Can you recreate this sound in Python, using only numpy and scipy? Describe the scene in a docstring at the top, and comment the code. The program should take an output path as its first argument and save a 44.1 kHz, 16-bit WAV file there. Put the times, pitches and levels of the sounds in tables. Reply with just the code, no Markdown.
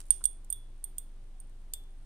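"""Silica gel cracking in water

Beads split in a small glass of water on a desk, close by in a quiet room. Each fracture is an impulse:
a tiny snap, a piercing ping near 9 kHz and a faint ringing of the glass in its modes. A fine crackle
leads in and far smaller cracks tick in between; under it all lie a low hum and soft room noise."""
import sys
import numpy as np
from scipy import signal
from scipy.fft import rfft, irfft
from scipy.io import wavfile

SR = 44100
rng = np.random.default_rng(int(sys.argv[2]) if len(sys.argv) > 2 else 0)


def dump_mix(stems):
    """Bounce the given channels to the path in sys.argv[1] as a 16-bit WAV at rate SR."""
    frames = np.atleast_2d(stems).T  # one column per channel
    limited = np.clip(frames, -1, 1)  # hard clip at full scale
    pcm = np.round(limited * 32767).astype(np.int16)
    wavfile.write(sys.argv[1], SR, pcm)


N = 90404
TIME = np.arange(N) / SR

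# Partials of the hum. Each row: frequency in Hz, level in dB before any wavering.
HUM_PARTIALS = [(24.14, -44), (113.5, -73.5), (193.8, -81.5), (376.8, -83.5), (580, -90), (772, -91)]
# Spectrum of the room noise. Each row: frequency in Hz, relative level in dB.
AIR_SPECTRUM = [(25, -2.5), (45, 8.5), (70, 4.5), (110, -2.5), (150, -9.5), (300, -7), (500, -15.5),
                (800, -16), (1200, -19.5), (2200, -23.5), (3300, -23.5), (5500, -29.5), (7600, -29.5),
                (8850, -24.5), (10200, -31), (14000, -40), (15300, -37), (16500, -57)]
# Likeness of the room noise in the two channels. Each row: frequency in Hz, correlation.
AIR_CORRELATION = [(50, .8), (250, .74), (600, 0.68), (1200, .25), (3000, .05), (15000, .05)]
# Balance of the room noise. Each row: frequency in Hz, left minus right in dB.
AIR_BALANCE = [(100, 1.5), (500, 0), (6000, 2.5), (8850, -3.5), (12000, -0.5)]
# Two dull taps. 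Each row: start in seconds, level in dB.
TAP_EVENTS = [(0.2096, -45), (0.2158, -43)]
# Spectrum of a tap. Each row: frequency in Hz, gain in dB.
TAP_SPECTRUM = [(100, -2), (350, 7), (700, 0), (1250, 11), (1900, -7), (4000, -11), (12000, -26)]
# Envelope of the fine crackle. Each row: time in seconds, level in dB.
CRACKLE_ENVELOPE = [(0, -63.5), (.04, -67), (.2, -71.5), (.3, -100)]
# Dry ticks. Each row: start in seconds, level in dB, treble tilt in dB per octave.
TICK_EVENTS = [(.0035, -32, -2.5), (.0142, -42.5, -7), (.066, -56, 9), (.084, -54, 3.5),
               (.4464, -46.5, 2.5), (1.242, -64, 2.5), (1.496, -56, -3), (1.6165, -60, 0),
               (1.838, -57.5, -4.5)]
# Spectrum of ticks and crackle. Each row: frequency in Hz, gain in dB.
TICK_SPECTRUM = [(500, -20), (2000, -11), (3400, -10.5), (5500, -8), (7300, -2), (9200, 7), (11000, -5),
                 (12500, -10.5), (15000, -12.5), (16500, -29.5)]
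# Spectra of the shattering bead's thump and hiss. Each row: frequency in Hz, gain in dB.
THUMP_SPECTRUM = [(30, 21), (80, 27), (160, 8.5), (500, -0.5), (1500, -12.5), (5000, -50.5)]
HISS_SPECTRUM = [(1200, -10), (3300, 5), (4000, -3.5), (4900, 3.5), (9500, 6), (11000, -1.5), (14500, -2),
                 (16500, -24.5)]
# Modes of the ping, a piercing, fast-dying ring near 9 kHz.
# Each row: frequency in Hz, level in dB, T60 in seconds.
PING_MODES = [(8865, 3, 0.018), (9170, -3, .008), (9100, -29, .09)]
# Modes of the glass. Each row: frequency in Hz, level in dB, T60 in seconds, left minus right in dB.
GLASS_MODES = [(3320, -53, .05, 0), (3428, -56.5, .38, 1), (3455, -59, .13, 0), (3604, -56, .14, 3),
               (4790, -47, .022, -3), (7190, -45, .07, -1), (8050, -48, .05, -2), (8228, -37.5, .11, -1),
               (11883, -46.5, .04, -8), (12230, -50, .02, -1), (12527, -44.5, .04, 1),
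               (15060, -51, .055, 10)]
# Spectrum of a snap. Each row: frequency in Hz, gain in dB.
SNAP_SPECTRUM = [(100, -33.5), (600, -15.5), (1400, -25), (2500, -19.5), (3350, -5), (4100, -10),
                 (4850, -5), (5700, -10), (7500, 7), (9600, 0.5), (10800, -7.5), (12200, 13.5), (13800, 0),
                 (15200, -1.5), (16500, -13)]
# Four frequencies in Hz at which a crack's excitation of the glass is given.
EXCITATION_HZ = [3500, 8000, 12200, 15000]
# Bead fractures. Each row: start in seconds, ping gain in dB, ping left minus right in dB, snap gain
# in dB, snap tilt in dB per octave, snap cutoff in Hz, then a gain in dB at each of EXCITATION_HZ.
FRACTURES = [(.1056, -9, -15, 3, -6, 13100, -2, -12, 7.5, -30),
             (.2400, -25.5, -18, -8, -14, 16000, -2, 3.5, 5.5, 1.5),
             (.2544, -14.5, -18, -0.5, -9, 12500, -7.5, -23, 8, -32),
             (0.502, -23.5, -13, -28, -10, 15900, -13, -10, 6, -1),
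             (0.5261, -25, -19, -9, -6.5, 15500, 1, -21, 6, -1),
             (0.8412, -32.5, -24.5, -9.5, -1.5, 15700, -12.5, -20, 2, -13.5),
             (0.9823, -28, -15.5, -2, 0, 16110, -7, -6, 0, 1.5),
             (1.4011, -39, -9, -24.5, -0.5, 15000, -31.5, -29, -24.5, -25.5),
             (1.7362, -30.5, -10.5, 3, -4, 15520, 5.5, -4, -1, 4)]


def from_db(db):
    """Amplitude grows tenfold for every 20 dB."""
    return 10 ** (np.asarray(db) / 20)


def at_hz(points, hz):
    """A spectrum is interpolated on a logarithmic frequency axis."""
    freq, value = np.transpose(points)
    return np.interp(np.log(np.maximum(hz, 1)), np.log(freq), value)


def pan(db):
    """A level difference, left minus right, sets the apparent direction."""
    return from_db(np.array([[.5], [-.5]]) * db)


def add(out, start_s, sound):
    """Superposition: a stereo sound adds to the mix from its start time on."""
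    start = int(round(start_s * SR))
    part = sound[:, :max(N - start, 0)]
    out[:, start:start + part.shape[1]] += part


def coloured(source, spectrum, tilt_db=0, top_hz=20000):
    """A minimum-phase filter shapes the spectrum causally, so attacks stay sharp."""
    hz = np.abs(np.fft.fftfreq(source.shape[1], 1 / SR))
    octaves = np.log2(np.maximum(hz, 4000) / 8000)  # the tilt pivots at 8 kHz
    gain = from_db(at_hz(spectrum, hz) + tilt_db * octaves)
    gain /= np.sqrt(1 + (hz / top_hz) ** 24)  # 12th-order low-pass
    response = np.exp(np.conj(signal.hilbert(np.log(gain))))
    return np.fft.ifft(np.fft.fft(source) * response).real


def burst(decay_s, size=8192):
    """A broadband transient is noise with a sudden onset and exponential decay."""
    return rng.choice([-1, 1], (2, size)) * np.exp(-TIME[:size] / decay_s)


def damped_mode(hz, t60, phase_cycles, rise_s=.00045):
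    """A damped oscillator builds up over a few cycles, then loses 60 dB every t60 seconds."""
    t = TIME[:SR // 2]
    envelope = (1 - np.exp(-t / rise_s)) * from_db(-60 * t / t60)
    return envelope * np.sin(2 * np.pi * (hz * t + phase_cycles))


def reflections(sound, t60, delay_s):
    """Reverberation is convolution with dense, decaying echoes, different in each channel."""
    t = TIME[:SR // 2]
    echoes = rng.standard_normal((2, len(t))) * from_db(-60 * t / t60) * (t > delay_s)
    echoes /= np.sqrt(np.sum(echoes ** 2, axis=1, keepdims=True))
    return signal.fftconvolve(sound, echoes, axes=1)[:, :N]


def room_noise():
    """Partial coherence: shared and opposed noise mix so that the channels are alike in the bass."""
    hz = np.fft.rfftfreq(N, 1 / SR)
    mid, side = rfft(rng.standard_normal((2, N)))
    correlation = at_hz(AIR_CORRELATION, hz)
    stereo = np.sqrt(1 + correlation) * mid + np.sqrt(1 - correlation) * side * [[1], [-1]]
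    air = irfft(stereo * from_db(at_hz(AIR_SPECTRUM, hz)) * pan(at_hz(AIR_BALANCE, hz)), N)
    return from_db(-61.5) * air / air.std()


def waver(bandwidth_hz=6):
    """Narrow-band noise about 1 slowly modulates amplitude and phase."""
    hz = np.fft.fftfreq(N, 1 / SR)
    slow = np.fft.ifft(np.exp(-(hz / bandwidth_hz) ** 2 / 2 + 2j * np.pi * rng.random(N)))
    return 1 + slow / slow.std()


def hum():
    """A line spectrum: the deepest partial is steady and the upper ones waver."""
    deep, *upper = [from_db(db) * np.sqrt(2) * np.exp(2j * np.pi * (hz * TIME + rng.random()))
                    for hz, db in HUM_PARTIALS]
    return np.real(deep + sum(partial * waver() for partial in upper))


def taps():
    """Two faint, heavily damped transients sound dull for lack of treble."""
    out = np.zeros((2, N))
    for start_s, db in TAP_EVENTS:
        add(out, start_s, from_db(db) * coloured(burst(decay_s=.002), TAP_SPECTRUM))
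    return out


def ping(left_lag_s=.00003):
    """Free vibration near 9 kHz dies in hundredths of a second, but for one faint, less damped mode."""
    lag_s = np.array([[left_lag_s], [0]])
    return sum(from_db(db) * damped_mode(hz, t60, -hz * lag_s) for hz, db, t60 in PING_MODES)


def fizz(per_second=40):
    """The smallest cracks form a Poisson process, each exciting a barely audible ping."""
    onsets = rng.random((1, N)) < per_second / SR
    impulses = onsets * from_db(-70 + 3 * rng.standard_normal(N))
    return pan(db=-6) * signal.fftconvolve(impulses, ping(), axes=1)[:, :N]


def crackle(per_second=700, spread_db=5):
    """Impulses too weak to ring the glass make a fine opening crackle and scattered dry ticks."""
    sizes = from_db(spread_db * rng.standard_normal((2, N))) * rng.choice([-1, 1], (2, N))
    onsets = rng.random(N) < per_second / SR
    grains = coloured(sizes * onsets, TICK_SPECTRUM)
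    envelope = from_db(np.interp(TIME, *np.transpose(CRACKLE_ENVELOPE)))
    out = envelope * grains / grains.std()
    for start_s, db, tilt_db in TICK_EVENTS:
        add(out, start_s, from_db(db) * coloured(burst(decay_s=.002), TICK_SPECTRUM, tilt_db))
    return pan(db=-4) * out


def shatter(start_s=.1056):
    """Fragmentation: the strongest crack has a low thump under it and a hiss of splinters after it."""
    out = np.zeros((2, N))
    add(out, start_s, from_db(-43) * coloured(burst(decay_s=.015), THUMP_SPECTRUM))
    add(out, start_s, from_db(-51) * coloured(burst(decay_s=.04), HISS_SPECTRUM))
    return out


def cracks():
    """Impulse excitation: each bead splits with a snap and a ping and sets the glass's modes ringing."""
    out = np.zeros((2, N))
    for start_s, ping_db, pan_db, snap_db, tilt_db, top_hz, *excitation_db in FRACTURES:
        add(out, start_s, from_db(ping_db) * pan(pan_db) * ping())
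        snap = coloured(burst(decay_s=.0019), SNAP_SPECTRUM, tilt_db, top_hz)
        add(out, start_s, from_db(snap_db - 28.5) * snap)
        for hz, db, t60, side_db in GLASS_MODES:
            mode_db = db + np.interp(hz, EXCITATION_HZ, excitation_db) + 1.5 * rng.standard_normal()
            phase_cycles = .17 * rng.standard_normal((2, 1))
            add(out, start_s, from_db(mode_db) * pan(side_db) * damped_mode(hz, t60, phase_cycles))
    return out


def scene():
    """Direct sound, early desk reflections and room reverberation superpose on the background."""
    direct = cracks() + fizz() + crackle() + taps() + shatter()
    spread = direct + .4 * direct[::-1]  # each side also feeds the other's echoes
    desk = from_db(-15) * reflections(spread, t60=.033, delay_s=.002)
    room = from_db(-19) * reflections(spread, t60=.25, delay_s=.0069)
    return direct + desk + room + room_noise() + hum()


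def record(dry):
    """An elliptic low-pass filter cuts the treble steeply above 16.5 kHz."""
    return signal.sosfilt(signal.ellip(10, .1, 70, 16500, fs=SR, output="sos"), dry)


dry = scene()
out = record(dry)
dump_mix(out)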